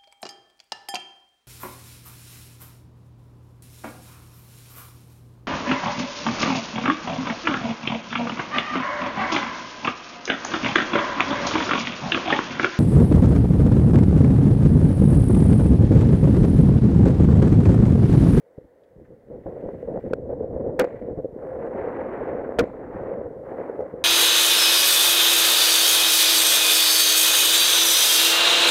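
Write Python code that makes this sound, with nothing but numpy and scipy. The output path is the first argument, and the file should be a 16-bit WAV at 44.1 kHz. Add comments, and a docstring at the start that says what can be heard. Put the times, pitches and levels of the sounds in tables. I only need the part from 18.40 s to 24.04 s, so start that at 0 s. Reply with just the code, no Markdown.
"""Two shotgun shots on a windy lake shore

A head-worn camera hears it all from inside a waterproof case, which booms near 500 Hz and shuts
out the treble. Gusts shake the case, slap it and rush past it over the steady wash of small waves.
Sleeves rustle as the gun comes up, and handling knocks the case. Each blast overloads the recorder
into square waves, the recoil jolts the case, the barrels ring and the echo rolls away over the water."""
import sys
import numpy as np
from scipy import signal
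from scipy.fft import rfft, irfft, next_fast_len
from scipy.io import wavfile
from scipy.ndimage import uniform_filter1d

SR = 44100
rng = np.random.default_rng(int(sys.argv[2]) if len(sys.argv) > 2 else 0)


def master_out(mix):
    """Clip the mix to full scale and print it as 16-bit PCM to the path in sys.argv[1]."""
    frames = np.transpose(np.atleast_2d(mix))
    ceiling = np.clip(frames, -1, 1)
    pcm = np.round(ceiling * 32767).astype(np.int16)
    wavfile.write(sys.argv[1], SR, pcm)


N = 248724
T = np.arange(N) / SR


def undb(db):
    """Turn decibels into a number to multiply by."""
    return 10 ** (np.asarray(db) / 20)


def unit(x):
    """Scale a signal to an average size (rms) of 1."""
    return x / np.std(x)


def colour(x, points):
    """Shape the tone along (frequency [Hz], level [dB]) points."""
    hz, db = np.transpose(points)
    size = next_fast_len(N + 8192, True)
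    size += size % 2
    freqs = np.maximum(np.arange(size // 2 + 1) * SR / size, 1)
    gain = undb(np.interp(np.log(freqs), np.log(hz), db))
    # minimum phase: the filter rings after a sound, never before it
    cepstrum = irfft(np.log(gain))
    cepstrum[1:size // 2] *= 2
    cepstrum[size // 2 + 1:] = 0
    return irfft(rfft(x, size) * np.exp(rfft(cepstrum)))[:N]


def noise_band(low_hz, high_hz):
    """Noise between two frequencies, of size 1."""
    bandpass = signal.butter(2, [low_hz, high_hz], "band", fs=SR, output="sos")
    return unit(signal.sosfilt(bandpass, rng.standard_normal(N)))


def wander(per_second):
    """A curve of size 1 that glides from one random value to the next."""
    step = max(int(SR / per_second), 2)
    stairs = np.repeat(rng.standard_normal(N // step + 1), step)
    return unit(uniform_filter1d(stairs, step)[:N])


def steady(x, seconds, crest=1.4):
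    """Even out a noise's slow changes, keep its flutter and soften surges above crest."""
    x = x / np.sqrt(uniform_filter1d(x ** 2, int(seconds * SR)) + 1e-9)
    surge = uniform_filter1d(uniform_filter1d(2 * x ** 2, size=180), size=180)
    return unit(x / (1 + (surge / crest ** 2) ** 2) ** (1 / 4))


def swell(start, rise, hold, release):
    """Rise in a straight line, hold, then fall to about a third every release seconds."""
    age = T - start
    return np.clip(age / rise, 0, 1) * np.exp(-np.maximum(age - rise - hold, 0) / release)


def fade(start, t60):
    """Start suddenly, then die away by 60 dB in t60 seconds."""
    return (T >= start) * np.exp(-np.log(1000) * np.maximum(T - start, 0) / t60)


def ring(start, hz, t60):
    """One dying tone of something struck."""
    return np.sin(2 * np.pi * hz * (T - start)) * fade(start, t60)


# How much sound gets into the closed case: (frequency [Hz], level [dB])
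CASE_TONE = [(25, -26.5), (80, -18.5), (220, -11), (360, -8.5), (440, -3.5), (505, -2.5), (600, -7.5),
             (800, -14.5), (1200, -25.5), (2000, -22.5), (2450, -38), (3200, -53), (5000, -62.5),
             (15000, -69)]

def through_case(x):
    """The case lets in tones near 500 Hz best and muffles the treble."""
    return colour(x, CASE_TONE)


def cased_noise(tone, flutter_db=0):
    """Noise of size 1 heard through the case; flutter_db makes its level flicker quickly."""
    noise = rng.standard_normal(N) * undb(flutter_db * wander(110))
    return unit(through_case(colour(noise, tone)))


# The wind between gusts: (time [s], buffeting strength [dB], rumble strength [dB])
BREEZE = [(0, -61, -75), (.48, -58.5, -69.5), (.66, -62, -52), (.82, -60, -61.5), (1.0, -46, -42.5),
          (1.03, -52.5, -53), (1.12, -37.5, -45.5), (1.41, -43.5, -43.5), (1.58, -37.5, -41),
          (1.615, -50, -48), (1.66, -41, -43), (1.84, -38.5, -38.5), (2.1, -35.5, -39),
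          (2.329, -32.5, -36.5), (2.5, -36.5, -47.5), (2.6, -45.5, -41.5), (2.76, -40.5, -44),
          (2.91, -42.5, -45.5), (3.048, -34, -46.5), (3.26, -31, -43), (3.44, -35.5, -43),
          (3.72, -38.5, -47), (3.95, -35, -42), (4.14, -33.5, -43.5), (4.329, -41.5, -45), (4.7, -38, -42),
          (4.98, -39, -46.5), (5.279, -37.5, -53), (5.461, -34, -50), (5.501, -49, -54), (5.55, -37, -46),
          (5.64, -38.5, -51.5)]
# Gusts that shake the case: (time [s], length [s], buffeting strength [dB], rumble strength [dB])
GUSTS = [(0.178, 0.0078, -45, -37.5), (0.212, 0.047, -69, -51.5), (0.56, 0.063, -59, -49),
         (0.702, 0.04, -49.5, -49), (0.899, 0.059, -38, -44), (1.057, 0.031, -31, -36.5),
         (1.103, 0.021, -40, -47.5), (1.16, 0.02, -35.5, -49), (1.223, 0.053, -38, -39.5),
         (1.283, 0.02, -30.5, -44), (1.329, 0.029, -38, -40.5), (1.475, 0.076, -32.5, -36.5),
         (1.554, 0.037, -31, -36), (1.645, 0.033, -35, -33), (1.701, 0.033, -34, -45),
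         (1.891, 0.047, -29, -45), (1.996, 0.042, -32, -48), (2.125, 0.056, -34.5, -36.5),
         (2.195, 0.02, -29.5, -35), (2.235, 0.065, -30.5, -37), (2.613, 0.07, -35, -43),
         (2.691, 0.041, -33, -36.5), (2.772, 0.032, -30.5, -34), (3.351, 0.061, -33, -45.5),
         (3.441, 0.011, -31, -43.5), (3.472, 0.011, -34, -44.5), (3.574, 0.059, -33, -45.5),
         (3.8, 0.03, -33, -42), (3.877, 0.052, -28, -48), (4.194, 0.03, -45, -27.5),
         (4.54, 0.12, -39, -42.5), (4.687, 0.11, -32, -45.5), (4.837, 0.039, -35.5, -41.5),
         (5.112, 0.026, -32, -54), (5.192, 0.0194, -33.5, -52), (5.394, 0.041, -30.5, -44)]

def wind_force():
    """Gusts add their power to the breeze; gives the strength of buffeting and of rumble."""
    rise_s, release_s = 0.0031, 0.0079
    times, *levels = np.transpose(BREEZE)
    power = np.array([undb(np.interp(T, times, db)) ** 2 for db in levels])
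    for start, length, buffet_db, rumble_db in GUSTS:
        shape = swell(start, rise_s, length - rise_s, release_s)
        power += np.outer(undb([buffet_db, rumble_db]), shape) ** 2
    return np.sqrt(power)


# Tone of the wind's beating and of its rumble, outside the case: (frequency [Hz], level [dB])
BUFFET_TONE = [(40, -21), (180, -11), (300, -4), (420, -3), (470, 0), (515, 4), (565, 0.5), (650, -4),
               (750, -7), (1000, -11), (1400, -20), (2200, -31), (6000, -43.5)]
RUMBLE_TONE = [(20, -2.5), (70, 0.5), (110, -2.5), (180, -8), (320, -11.5), (500, -19.5), (1000, -57)]

def wind_buffeting(buffet_force, rumble_force):
    """Swirls of air beat on the case, making it boom and rumble."""
    boom = steady(cased_noise(BUFFET_TONE, flutter_db=2), seconds=0.035, crest=2.1)
    rumble = steady(cased_noise(RUMBLE_TONE, flutter_db=5), seconds=0.088, crest=1.7)
    return undb(0.17) * boom * buffet_force + undb(1.76) * rumble * rumble_force


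# Slow swells of passing air: (time [s], rise [s], hold [s], release [s], strength [dB])
AIR_SWELLS = [(2.927, 0.17, 0.08, 0.05, -51), (3.181, 0.042, 0.044, 0.044, -47.5),
              (3.305, 0.087, 0.1, 0.042, -42), (3.512, 0.046, 0.054, 0.045, -43.5),
              (3.609, 0.13, 0.18, 0.26, -42.5), (4.338, 0.099, 0.1, 0.048, -54.5),
              (4.525, 0.04, 0.15, 0.12, -48.5), (5.03, 0.057, 0.086, 0.052, -49.5),
              (5.169, 0.043, 0.028, 0.26, -47.5), (5.536, 0.1, 0.054, 0.046, -64.5)]
# Tone of the rush and of the hiss at its peaks, outside the case: (frequency [Hz], level [dB])
RUSH_TONE = [(50, -20), (250, 1.5), (380, 3), (500, -7.5), (700, 1.5), (1100, 5), (1500, 1.5), (2000, -6),
             (2400, -4.5), (3000, -3), (4000, -10), (6000, -14)]
PEAK_HISS_TONE = [(500, -39), (1200, -8.5), (2000, -1.5), (2400, 4), (3000, 4), (4000, 0), (6000, -8)]

def wind_rush(buffet_force):
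    """Air streams past the case with a rushing noise that gets brighter as it gets stronger."""
    swells = sum(undb(db) * swell(*timing) ** 0.82 for *timing, db in AIR_SWELLS)
    waver = undb(0.04 * wander(14))
    gust_flow = undb(-63) * (buffet_force / undb(-31)) ** 0.92  # the rush grows with the buffeting
    flow = np.hypot(swells * waver, gust_flow)
    rush = steady(cased_noise(RUSH_TONE, flutter_db=2), seconds=0.037, crest=3.7)
    hiss = cased_noise(PEAK_HISS_TONE, flutter_db=3)
    hiss_gain = undb(-50.5) * (flow / undb(-41)) ** 2.1  # 2.1 dB more hiss for each dB of flow
    return undb(9.5) * rush * flow + hiss * hiss_gain


# Tone of the waves outside the case: (frequency [Hz], level [dB])
WAVE_TONE = [(30, -11.5), (80, -3), (170, -8), (400, -3.5), (495, 2.5), (580, -1.5), (650, -2),
             (1200, -0.5), (2000, -1.5), (6000, -7)]

def waves():
    """Small waves wash steadily on the stones."""
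    return cased_noise(WAVE_TONE) * undb(-60 + 0.39 * wander(1.1))


# Small rises in the recorder's hiss: (time [s], boost [dB])
HISS_BOOST = [(.7, 1.5), (1.2, 2.5), (1.7, 2.5), (1.78, 1), (2.9, 1.5), (3.1, 4), (3.9, 2), (4.05, 2.5),
              (4.8, 1), (5.1, 5.5), (5.43, 4), (5.55, 2.5)]
# Spells of the recorder's whine: (time [s], hold [s], level [dB])
WHINES = [(.95, .6, -96), (2.9, .85, -94), (4.852, 0.46, -99.5)]

def recorder_noise():
    """The recorder makes a faint hiss, and a thin whine that comes and goes."""
    whine_hz, half_width_hz = 9520, 45
    times, boost_db = np.transpose(HISS_BOOST)
    hiss_gain = undb(-82.5 + np.interp(T, times, boost_db))
    hiss = unit(colour(rng.standard_normal(N), [(100, -1.5), (3000, 6.5), (5500, 1), (15000, 0)]))
    whine = noise_band(whine_hz - half_width_hz, whine_hz + half_width_hz)
    whine_gain = sum(undb(db) * swell(start, 0.15, hold, 0.054) for start, hold, db in WHINES)
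    return hiss * hiss_gain + whine * whine_gain


def hit_case(hits, boom_db):
    """Each hit pushes the case in and lets it spring back; a longer push sounds duller."""
    boom_hz, boom_width_hz = 517, 180  # the air ringing inside the case
    size = 4096
    shell = through_case(signal.unit_impulse(N))[:size]
    air_filter = signal.iirpeak(boom_hz, boom_hz / boom_width_hz, fs=SR)
    response = shell + undb(boom_db) * signal.lfilter(*air_filter, shell)
    out = np.zeros(N)
    for start, db, push_s in hits:
        first = int(start * SR) - size // 2
        age = (T[first:first + size] - start) / push_s
        push = -age * np.exp(-age ** 2 / 2)
        boom = signal.fftconvolve(push, response)[:size]
        out[first:first + size] += undb(db) * boom / np.abs(boom).max()
    return out


# Slaps of wind on the case: (time [s], peak level [dB], push time [s])
WIND_SLAPS = [(.185, -30.5, 0.00063), (.599, -38, 0.00033), (.886, -40, 0.00065), (1.066, -23, 0.00024),
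              (1.164, -26.5, 0.00054), (1.238, -21, 0.00054), (1.261, -19.5, 0.00044),
              (1.290, -21, 0.00022), (1.429, -22.5, 0.00037), (1.435, -28.5, .0004),
              (1.486, -22.5, 0.00031), (1.560, -21.5, 0.00027), (1.575, -20.5, 0.00018),
              (1.640, -21.5, 0.00064), (1.711, -16.5, 0.00082), (1.784, -24.5, 0.00063),
              (1.932, -30, 0.00017), (2.010, -16.5, 0.00051), (2.044, -19.5, 0.00037), (2.163, -22, 0.0004),
              (2.240, -25, 0.0004), (2.264, -20.5, 0.00035), (2.545, -23, 0.00052), (2.686, -18, 0.00052),
              (2.780, -23, 0.00076), (2.791, -20.5, 0.00037), (2.846, -16.5, 0.00053),
              (2.8555, -19, 0.00051), (2.964, -21.5, 0.00076), (3.245, -24, 0.00057), (3.358, -19, 0.0005),
              (3.450, -22.5, .0003), (3.475, -18.5, 0.00029), (3.661, -23.5, 0.00023), (3.774, -27, 0.0005),
              (3.816, -22, 0.00037), (3.872, -18.5, 0.0003), (3.914, -22.5, 0.0006), (3.950, -17, 0.00046),
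              (3.984, -17, 0.0003), (3.995, -20, 0.00023), (4.092, -20, 0.00019), (4.122, -17.5, 0.00016),
              (4.635, -21, 0.0003), (4.683, -24, 0.00051), (4.717, -21, 0.00025), (4.753, -28, 0.0004),
              (4.814, -20.5, 0.0004), (5.123, -20, 0.00045), (5.187, -21.5, 0.00033),
              (5.202, -17.5, 0.00033), (5.297, -19, 0.00046), (5.349, -23.5, 0.00055),
              (5.392, -15.5, 0.00041), (5.406, -18.5, 0.00021), (5.540, -22.5, 0.00077)]

def wind_slaps():
    """Single swirls of air slap the case and set the air inside booming."""
    return hit_case(WIND_SLAPS, boom_db=5)


# Faint ticks of handling: (time [s], level [dB], top frequency [Hz])
HAND_TICKS = [(.436, -70, 3800), (3.261, -72, 7000), (5.409, -68, 7000)]

def hand_ticks():
    """Hands tick lightly against the gun, each touch a short burst of noise."""
    return sum(undb(db) * noise_band(1400, top_hz) * fade(start, t60=0.056)
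               for start, db, top_hz in HAND_TICKS)


# Swells of soft rustling noise: (time [s], rise [s], hold [s], release [s], level [dB])
RUSTLES = [(0.642, 0.01, .012, .012, -64.5), (0.803, 0.41, 0.5, .04, -59.5), (2.504, .05, 0.12, 0.056, -64),
           (4.42, .19, .035, .025, -59)]

def soft_rustles():
    """Soft rustling noise: sleeves as the gun comes up, and the first shot's lingering echo."""
    rustle = cased_noise([(300, -22), (1500, -3), (2200, -4), (3000, 5.5), (8000, 5)], flutter_db=2)
    return rustle * sum(undb(db) * swell(*timing) for *timing, db in RUSTLES)


# Hard knocks on the case: (time [s], peak level [dB], push time [s])
GUN_KNOCKS = [(1.7340, -6, 0.00042), (1.7360, -13.5, 0.00042), (2.3922, -12.5, 0.000059),
              (2.3944, -12.5, 0.00011), (2.4125, -21, 0.00086), (2.4180, -8, 0.00042),
              (2.4230, -20, 0.00058), (2.4325, -28, 0.000071), (2.4405, -33, 0.000067),
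              (2.4432, -15, 0.00019), (2.4490, -13.5, 0.00038), (2.4735, -25, 0.00018),
              (4.1873, -7, 0.00014), (4.1888, -3, 0.00032), (4.2105, -12, 0.0008), (4.2203, -19, 0.0011),
              (4.2305, -14, 0.00067), (4.2335, -32, 0.000081), (4.2385, -27, 0.000067),
              (4.2402, -13.5, 0.00044), (4.2555, -33, 0.00006), (4.2745, -27, 0.00036)]

def gun_knocks():
    """Handling, the gun's moving parts and its recoil knock the case, with little boom."""
    return hit_case(GUN_KNOCKS, boom_db=-29.5)


# The two shots; a fade is the time to drop by 60 dB:
# (time [s], shock [dB], gas [dB], gas fade [s], case pitch [Hz], case boom [dB], case fade [s],
#  thud [dB], deep thump [dB], echo [dB], echo fade [s])
SHOTS = [(2.396, 15, -9, 0.13, 503.8, -0.5, 0.079, -22, -37, -30, 0.71),
         (4.191, 14, -8, 0.1, 479.7, 4.5, 0.055, -14.5, -26.5, -40.5, 0.6)]
# Tone of the gas blast and of its echo, outside the case: (frequency [Hz], level [dB])
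GAS_TONE = [(40, -8), (100, -1.5), (200, 3.5), (500, 7), (750, 4.5), (1500, -1), (3000, 0), (7000, -2),
            (15000, -12.5)]
ECHO_TONE = [(60, -10.5), (500, 3.5), (1500, -1.5), (3000, 4), (7000, -8), (15000, -21)]

def shots():
    """A shock wave slams the case, the gun's gas shakes it, the recoil thuds and the shore echoes."""
    gas = steady(cased_noise(GAS_TONE), seconds=0.0093)
    echo = steady(cased_noise(ECHO_TONE, flutter_db=8.5), seconds=0.02)
    crack = noise_band(1200, 4900)
    out = np.zeros(N)
    for (start, shock_db, gas_db, gas_fade, case_hz, case_db, case_fade,
         thud_db, thump_db, echo_db, echo_fade) in SHOTS:
        out += undb(shock_db) * ring(start, hz=459, t60=0.0061)
        out += undb(-11.5) * crack * fade(start, t60=0.0097)
        out += undb(gas_db) * gas * fade(start, gas_fade)
        out += undb(case_db) * ring(start, case_hz, case_fade)
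        out += undb(thud_db) * ring(start, hz=282.3, t60=0.17)  # recoil through the shoulder
        out += undb(thump_db) * ring(start, hz=69.4, t60=0.17)  # head and camera rock back
        out += undb(echo_db) * echo * fade(start, echo_fade)
        out += barrel_ring(start)
    return out


# Ringing of the steel barrels: (frequency [Hz], level [dB], time to drop by 60 dB [s])
BARREL_TONES = [(2180, -55, 0.5), (3800, -70.5, 0.53), (7120, -72, 0.39)]

def barrel_ring(start):
    """A shot sets the barrels ringing in clusters of close tones, each played as narrow noise."""
    spread = 2 ** (1 / 6)  # a sixth of an octave either side
    return sum(undb(db) * noise_band(hz / spread, hz * spread) * fade(start, t60)
               for hz, db, t60 in BARREL_TONES)


def scene():
    """Everything as it arrives inside the case, in one channel."""
    buffet_force, rumble_force = wind_force()
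    wind = wind_buffeting(buffet_force, rumble_force) + wind_rush(buffet_force)
    return (wind + waves() + wind_slaps() + hand_ticks() + soft_rustles() + gun_knocks() + shots())[None]


def record(dry):
    """The recorder adds its own noise, flattens loud peaks and cuts the top treble; the sound fades out over
    its last few milliseconds."""
    full_scale, top_hz = 0.2, 15600
    # overloading at four times the sample rate keeps stray tones low
    fine = signal.resample_poly(dry + recorder_noise(), 4, 1, axis=1, padtype="edge")
    flattened = np.clip(fine, -full_scale, full_scale)
    overloaded = signal.resample_poly(flattened, 1, 4, axis=1, padtype="edge")
    fade_out = np.clip((T[-1] - T) / 0.005, 0, 1)
    treble_cut = signal.ellip(8, 0.05, 60, top_hz, fs=SR, output="sos")
    return signal.sosfilt(treble_cut, overloaded * fade_out)


dry = scene()
out = record(dry)
master_out(out)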